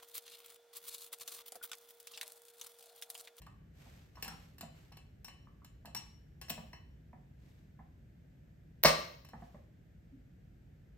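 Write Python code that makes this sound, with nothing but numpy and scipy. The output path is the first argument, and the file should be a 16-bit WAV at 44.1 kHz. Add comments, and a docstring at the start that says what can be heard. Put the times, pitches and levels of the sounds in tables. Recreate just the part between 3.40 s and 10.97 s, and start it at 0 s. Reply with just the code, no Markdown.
"""A swing-top stopper is closed on a filled glass bottle. Quiet kitchen, stereo pair close, bottle just left.
Over the room's low rumble the loose wire bail clinks and rings on the neck, fingers and rubber seal bump
the glass, and a sleeve brushes past. At 3.1 s the stopper scrapes and knocks into the mouth.
At 5.4 s the lever cracks over its dead point and slams on the glass, ringing bottle and worktop.
The hand shifts its grip, and at 6.7 s the base judders as the bottle is lifted."""
import sys
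import numpy as np
from scipy import signal
from scipy.fft import rfft, irfft, next_fast_len
from scipy.io import wavfile
from scipy.ndimage import uniform_filter1d

SR = 44100
rng = np.random.default_rng(int(sys.argv[2]) if len(sys.argv) > 2 else 0)


def bounce(signal):
    """Save signal as a 16-bit WAV file at the path given by the first command-line argument."""
    frames = np.transpose(np.atleast_2d(signal))
    limited = np.clip(frames, -1, 1)
    pcm = np.round(limited * 32767).astype(np.int16)
    wavfile.write(sys.argv[1], SR, pcm)


N = 333837

# room tone of the kitchen: (frequency [Hz], relative level [dB])
ROOM_TONE_SPECTRUM = [(15, -45.5), (25, -24), (53, -2), (97, -6.5), (157, -6), (185, -12), (427, -26),
                      (659, -30), (1070, -44), (1650, -35), (4140, -49), (7920, -52.5), (10100, -60.5),
                      (13600, -47), (16000, -67.5)]
# wire touching glass or its own hinge: (time [s], strength [dB], hardness [0-1], ping re strength [dB])
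CLINKS = [(0.0182, -52, 0.48, -28), (0.065, -54.5, 0.4, -25), (0.755, -55.5, 0.16, -9),
          (0.825, -34.5, 0.58, -13), (0.8458, -41.5, 0.6, -25), (0.8794, -39.5, 0.52, -12),
          (1.1828, -51, 0.61, -25), (1.2094, -40, 0.6, -26), (1.5212, -49.5, 0.24, -17),
          (1.5703, -47.5, 0.38, -26), (1.8455, -48, 0.69, -1), (1.8812, -43, 0.28, -20),
          (2.2462, -51, .55, -21), (2.4555, -44, 0.42, -20), (2.548, -34, 0.51, -11.5),
          (2.5638, -43, 0.5, 4), (3.014, -43.5, 0.6, -12.5), (3.0212, -45.5, 0.43, -20),
          (3.0835, -47.5, 0.3, -8), (3.1016, -33, 0.63, -13), (3.3309, -47, 0.03, -11),
          (5.8485, -51.5, 0.4, -15.5), (5.888, -52, 0.42, -15)]
# parts of a clink: (level re strength at middling hardness [dB], gain from softest to hardest [dB])
CLICK_LAW = (-4, 23.6)  # wire on wire
TICK_LAW = (-9.5, 34)  # sharp tick
CLACK_LAW = (-11, -21.5)  # wire on the neck
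BAIL_LAW = (-15, -4)  # low ring of the bail
LEVER_LAW = (-20.5, -14.5)  # ring of the lever
# tone colours of the contacts and of the sleeve: (frequency [Hz], relative level [dB])
CLICK_SPECTRUM = [(800, 1), (2000, -1), (2800, 5), (4200, -3), (5500, 1.5), (6300, -9.5), (7200, 5.5),
                  (9000, 1.5), (11500, -1), (16000, -24)]
CLACK_SPECTRUM = [(150, -2.5), (450, -13), (750, -1.5), (1150, -2.5), (1400, -19.5), (1750, -1.5),
                  (2500, -10), (5000, -59.5), (16000, -40)]
TICK_SPECTRUM = [(2000, -44), (7000, -24.5), (11000, -14), (13000, 15), (15000, 14), (16500, -27)]
CLOTH_SPECTRUM = [(240, -33), (400, -4.5), (460, -6), (504, -2.5), (1180, -9), (2220, -8), (8760, -18.5),
                  (10100, -39), (11400, -14), (16000, -27)]
SCRAPE_CRACK_SPECTRUM = [(150, -26), (700, -8), (1200, -13), (2000, -7), (4000, -6), (6500, -15),
                         (12000, -14), (13200, 0), (15200, 0), (16500, -8)]
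CLATTER_SPECTRUM = [(50, -7.5), (110, -13), (190, -3.5), (290, -5.5), (560, 2.5), (800, 1), (1150, 2.5),
                    (1400, -1), (2200, 1.5), (4000, -1), (5600, 1.5), (6400, -7.5), (9000, -6),
                    (12000, -16), (14800, -12), (16500, -24)]
# modes of wire bail, wire lever, worktop and filled bottle: (frequency [Hz], level [dB], t60 [s])
BAIL_MODES = [(1520, -10, .1), (1669, -8, .12), (2611, -5, .2), (2700, -3, .14), (2780, -6, .18),
              (4070, -3, .16), (4230, -4, .1), (4330, -4, .1), (4834, -13, .18), (5362, -11, .14),
              (5443, -7, .15), (5565, 1.5, .16), (7041, -16, .12), (8253, -10, .09), (8700, -12, .12),
              (14560, -10, .08)]
LEVER_MODES = [(1104, -4, .3), (2961, -1, .52), (6850, -17, .25)]
WORKTOP_MODES = [(60.2, -20.5, 0.27), (160.5, -11, .22), (201, 0, 0.031), (246.1, -8, 0.096)]
BOTTLE_MODES = [(345, -14, .04), (495, -11, .035), (565, -5, .065), (633, -2, .055), (773, -14, .06),
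                (833, -15, .08), (1075, 1, .025), (1095, -11, .13), (1163, -13, .18), (1195, -13, .1),
                (1626, -22, .08), (1895, -20, .12), (2121, -19, .33), (2186, -20, .12), (3205, -23, .08),
                (4054, -25, .1), (5413, -22, .13)]
# soft blows of stopper and fingers on the bottle: (time [s], strength [dB], pitch [Hz])
KNOCKS = [(0.066, -46.5, 1100), (0.461, -54.5, 650), (0.771, -45, 1080), (0.858, -45.5, 810),
          (0.88, -39, 1470), (0.917, -45, 925), (1.227, -42.5, 693), (1.518, -56, 930), (2.07, -54.5, 1140),
          (2.217, -57.5, 1200), (2.449, -47, 850), (2.474, -48.5, 613), (2.552, -42, 880),
          (3.102, -41.5, 660), (3.178, -39, 654), (3.73, -49.5, 725), (4.391, -49, 750),
          (5.933, -40.5, 790), (6.021, -45, 720), (6.145, -46.5, 591)]
# strokes of sleeve and hand: (start [s], length [s], level [dB])
STROKES = [(0.321, 0.44, -63), (0.719, 0.49, -61.5), (1.297, 0.28, -66.5), (3.953, 0.41, -73),
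           (5.91, 0.4, -71)]
# the stopper scrapes in (first two rows), then the lever cracks over: (time [s], level [dB], decay [s])
SCRAPE_AND_CRACKS = [(3.0965, -32, .003), (3.1005, -33, .003), (5.4312, -29, .006), (5.4362, -6, .0005),
                     (5.4372, -18, .003)]
# the lever lands and rebounds: (time [s], blow on the bottle [dB], wire clatter [dB], clatter decay [s])
LEVER_BLOWS = [(5.4442, -28.5, -35.5, 0.0016), (5.4473, -12.5, -22.5, 0.01), (5.4527, -27, -20.5, 0.024)]
# reverberation time of the kitchen: (frequency [Hz], t60 [s])
ROOM_T60 = [(100, 0.2), (300, 0.61), (1000, 0.47), (3000, 0.54), (6000, 0.55), (10000, .4), (15000, 0.87)]
# reverberant tail at the microphones: (frequency [Hz], level re the sound sent into the room [dB])
ROOM_TAIL_LEVEL = [(100, -4.5), (300, -6), (1000, -3.5), (3000, -4), (6000, -9), (15000, -15)]
# likeness of diffuse sound across the pair: (frequency [Hz], correlation [-1 to 1])
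MIC_CORRELATION = [(60, 0.96), (150, 0.97), (290, 0.66), (640, -0.18), (1200, -0.0056), (3000, 0.17),
                   (7000, 0.24), (15000, -0.36)]
# shading of the pair: (frequency [Hz], left minus right [dB])
MIC_BALANCE = [(200, .5), (400, 1.5), (700, -2), (1200, -1), (2300, -.5), (4000, 4.5), (5500, 6), (7000, 2),
               (9000, 0), (15000, .5)]


def from_db(db):
    """Decibels to gain."""
    return 10 ** (np.asarray(db) / 20)


def unit_rms(x):
    """Scale to unit power."""
    return x / np.sqrt(np.mean(x ** 2) + 1e-20)


def at_hz(points, hz):
    """Read a table on a log-frequency axis."""
    f, value = np.transpose(points)
    return np.interp(np.log(np.maximum(hz, 1)), np.log(f), value)


def causal_filter(spectrum, size=4096):
    """Minimum-phase impulse response of a spectrum: nothing sounds before the blow."""
    gain = from_db(at_hz(spectrum, np.fft.rfftfreq(size, 1 / SR)))
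    cepstrum = irfft(np.log(gain))
    cepstrum[1:size // 2] *= 2
    cepstrum[size // 2 + 1:] = 0
    return irfft(np.exp(rfft(cepstrum)))


def colour(x, spectrum):
    """Give a white signal a spectrum, keeping its power."""
    response = causal_filter(spectrum)
    return signal.oaconvolve(x, response / np.linalg.norm(response))[:N]


def butterworth(x, kind, hz):
    """A gentle filter of the given kind."""
    return signal.sosfilt(signal.butter(2, hz, kind, fs=SR, output="sos"), x)


def stereo_noise(hz, count):
    """Spectra of white noise at the two microphones, alike in the bass and barely related in the treble."""
    mid, side = rfft(rng.standard_normal((2, count)))
    alike = np.clip(at_hz(MIC_CORRELATION, hz), -1, 1)
    return np.sqrt((1 + alike) / 2) * mid + np.sqrt((1 - alike) / 2) * side * [[1], [-1]]


def diffuse(spectrum):
    """Steady coloured noise reaching the pair from all round; rms 1."""
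    count = next_fast_len(N, True)
    hz = np.fft.rfftfreq(count, 1 / SR)
    shaped = stereo_noise(hz, count) * from_db(at_hz(spectrum, hz))
    return unit_rms(irfft(shaped, count)[:, :N])


def room_tone(level_db=-57.5):
    """The kitchen's low, steady rumble."""
    return from_db(level_db) * diffuse(ROOM_TONE_SPECTRUM)


def chatter(times, levels_db, decay_s, size=4096):
    """Each contact is a spray of tiny impacts that dies within milliseconds."""
    out = np.zeros(N + size)
    for when, db, decay in zip(times, levels_db, np.broadcast_to(decay_s, len(times))):
        envelope = np.exp(-np.arange(size) / (SR * decay))
        spray = rng.standard_normal(size) * envelope
        at = round(when * SR)
        out[at:at + size] += from_db(db) * spray * np.linalg.norm(envelope) / np.linalg.norm(spray)
    return out[:N]


def strike(modes, times, levels_db, spread_db, detune=0.0, size=30000):
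    """Every blow rings all modes; where it lands sets their strengths, and the grip shifts their pitch."""
    hz, db, t60 = np.transpose(modes)
    t, out = np.arange(size) / SR, np.zeros(N + size)
    fade = from_db(-60 * t / t60[:, None])
    polarity = (-1) ** np.arange(len(modes))
    scatter = rng.standard_normal((len(times), 2, len(modes)))
    for when, level, (place, grip) in zip(times, levels_db, scatter):
        strength = from_db(level + db + spread_db * place) * polarity
        phase = 2 * np.pi * np.outer(hz * (1 + detune * grip), t)
        at = round(when * SR)
        out[at:at + size] += strength @ (fade * np.sin(phase))
    return out[:N]


def wire_clinks(ping_above_hz=5000):
    """The loose wires tick on the neck and ring on: a hard touch is bright, a soft one clacks."""
    times, strength, hardness, ping = np.transpose(CLINKS)
    click_db, tick_db, clack_db, bail_db, lever_db = [
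        strength + db + swing_db * (hardness - 0.5)
        for db, swing_db in (CLICK_LAW, TICK_LAW, CLACK_LAW, BAIL_LAW, LEVER_LAW)]
    contact = colour(chatter(times, click_db, decay_s=0.0051), CLICK_SPECTRUM)
    contact += colour(chatter(times, clack_db, decay_s=0.0064), CLACK_SPECTRUM)
    ticks = colour(chatter(times, tick_db, decay_s=0.0045), TICK_SPECTRUM)
    # every touch stirs the bail's low modes; one near the hinge sets the high ones pinging
    is_low = np.array(BAIL_MODES)[:, 0] < ping_above_hz
    drive_db = np.where(is_low, bail_db[:, None], (strength + ping)[:, None])
    ring = strike(BAIL_MODES, times, drive_db, spread_db=1.0, detune=0.0028)
    ring += strike(LEVER_MODES, times, lever_db, spread_db=1.5, detune=0.0015)
    return contact, ticks, ring


def soft_knocks(touch_db=-10, hollow_db=-6, decay_s=0.012, thud_pivot_hz=748, thud_db_per_octave=-9):
    """Rubber seal and fingers bump the bottle; the grip damps it to a short knock, pitched by the spot."""
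    times, strength, pitch = np.transpose(KNOCKS)
    touch = colour(chatter(times, strength + touch_db, decay_s), CLACK_SPECTRUM)
    knocks = butterworth(touch, "low", hz=3200)
    for when, db, hz in zip(times, strength, pitch):
        bump = chatter([when], [db + hollow_db], decay_s)
        hollow = signal.lfilter(*signal.iirpeak(hz, Q=7, fs=SR), bump + 1e-18)
        knocks += hollow * np.linalg.norm(bump) / np.linalg.norm(hollow)  # keeps the bump's energy
    # the lower the contact's pitch, the harder it thuds through the worktop
    thud_db = strength + 1.5 + thud_db_per_octave * np.log2(pitch / thud_pivot_hz)
    thuds = strike(WORKTOP_MODES, times, thud_db, spread_db=2.0, detune=0.06)
    return butterworth(knocks, "low", hz=1490) + thuds


def sleeve(grain_db=1.5, rise_share=0.31):
    """Cloth and skin slide with a fine, uneven grain; each stroke swells and fades."""
    t = np.arange(N) / SR
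    swell = sum(from_db(db) * np.interp((t - start) / length, [0, rise_share, 1], [0, 1, 0])
                for start, length, db in STROKES)
    grain = unit_rms(uniform_filter1d(rng.standard_normal(N), size=250))
    return uniform_filter1d(swell, size=2000) * from_db(grain_db * grain) * diffuse(CLOTH_SPECTRUM)


def scrape_and_cracks():
    """A short bright scrape as the stopper slides in; bright cracks as the lever passes its dead point."""
    times, levels_db, decay_s = np.transpose(SCRAPE_AND_CRACKS)
    return colour(chatter(times, levels_db, decay_s), SCRAPE_CRACK_SPECTRUM)


def lever_slam(thud_db=-6, wire_db=-27):
    """The lever hits the glass and rebounds: bottle and worktop ring, the taut wire rings and clatters."""
    times, blow_db, clatter_db, decay_s = np.transpose(LEVER_BLOWS)
    glass = strike(BOTTLE_MODES, times, blow_db, spread_db=3.0)
    thud = strike(WORKTOP_MODES, times, blow_db + thud_db, spread_db=2.5)
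    wire = strike(BAIL_MODES, times, clatter_db + wire_db, spread_db=0.5, detune=0.019)
    clatter = colour(chatter(times, clatter_db, decay_s), CLATTER_SPECTRUM)
    return glass + thud + wire + clatter


def bottle_lift(at_s=6.738, width_s=0.012, pitch_hz=275, level_db=-51):
    """The base judders briefly on the worktop as it leaves it."""
    t = np.arange(N) / SR - at_s
    return from_db(level_db) * np.exp(-(t / width_s) ** 2) * np.sin(2 * np.pi * pitch_hz * t)


def direct_path(x, lag_samples=3):
    """Direct sound reaches the left microphone just before the right."""
    return np.array([x, np.roll(x, lag_samples)])


def kitchen_reverb(x, early_db=-5, early_s=0.031, gap_s=0.0035, build_s=0.012):
    """Quick reflections from worktop and cupboards, then a tail with its own decay in each band."""
    t, hz = np.arange(SR) / SR, np.fft.rfftfreq(SR, 1 / SR)
    noise, response = stereo_noise(hz, SR), 0
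    since = np.maximum(t - gap_s, 0)
    early = from_db(early_db) * unit_rms(np.exp(-since / early_s) * (since > 0))
    edges_hz = np.geomspace(60, 18000, 13)
    for low, high in zip(edges_hz, edges_hz[1:]):
        centre = np.sqrt(low * high)
        tail = from_db(-60 * t / at_hz(ROOM_T60, centre)) * (1 - np.exp(-since / build_s))
        envelope = np.hypot(from_db(at_hz(ROOM_TAIL_LEVEL, centre)) * unit_rms(tail), early)
        band = irfft(noise * ((hz >= low) & (hz < high)), SR)
        response += band * envelope / np.sqrt(SR)
    return signal.oaconvolve(x[None], response, axes=1)[:, :N]


def mic_shading(pair):
    """The two microphones are shaded differently from band to band."""
    shades = [causal_filter([(hz, side * db / 2) for hz, db in MIC_BALANCE]) for side in (1, -1)]
    return np.array([signal.oaconvolve(x, shade)[:N] for x, shade in zip(pair, shades)])


def scene(ring_room_db=-5, tick_room_db=-6, scrape_crack_room_db=-5):
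    """The bottle stands on the worktop, close to the pair and slightly left, with the kitchen around it."""
    contact, ticks, ring = wire_clinks()
    scrape_cracks = scrape_and_cracks()
    slam = lever_slam()
    blows = contact + soft_knocks() + slam + bottle_lift()
    # sharp ticks beam at the microphones and stir the room less; ring, scrape and cracks are drier too
    into_room = blows + from_db(tick_room_db) * ticks
    into_room += from_db(ring_room_db) * ring + from_db(scrape_crack_room_db) * scrape_cracks
    bottle = direct_path(blows + ring + ticks + scrape_cracks) + kitchen_reverb(into_room)
    return mic_shading(bottle) + sleeve() + room_tone()


def record(dry, bass_cut_hz=30, dip_hz=(9550, 10550), top_cut_hz=16300):
    """The microphones lose the deepest bass and have a narrow dip in the treble; the top is cut steeply."""
    x = butterworth(dry, "high", bass_cut_hz)
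    x = butterworth(x, "stop", dip_hz)
    return signal.sosfilt(signal.ellip(10, 0.2, 80, top_cut_hz, fs=SR, output="sos"), x)


dry = scene()
out = record(dry)
bounce(out)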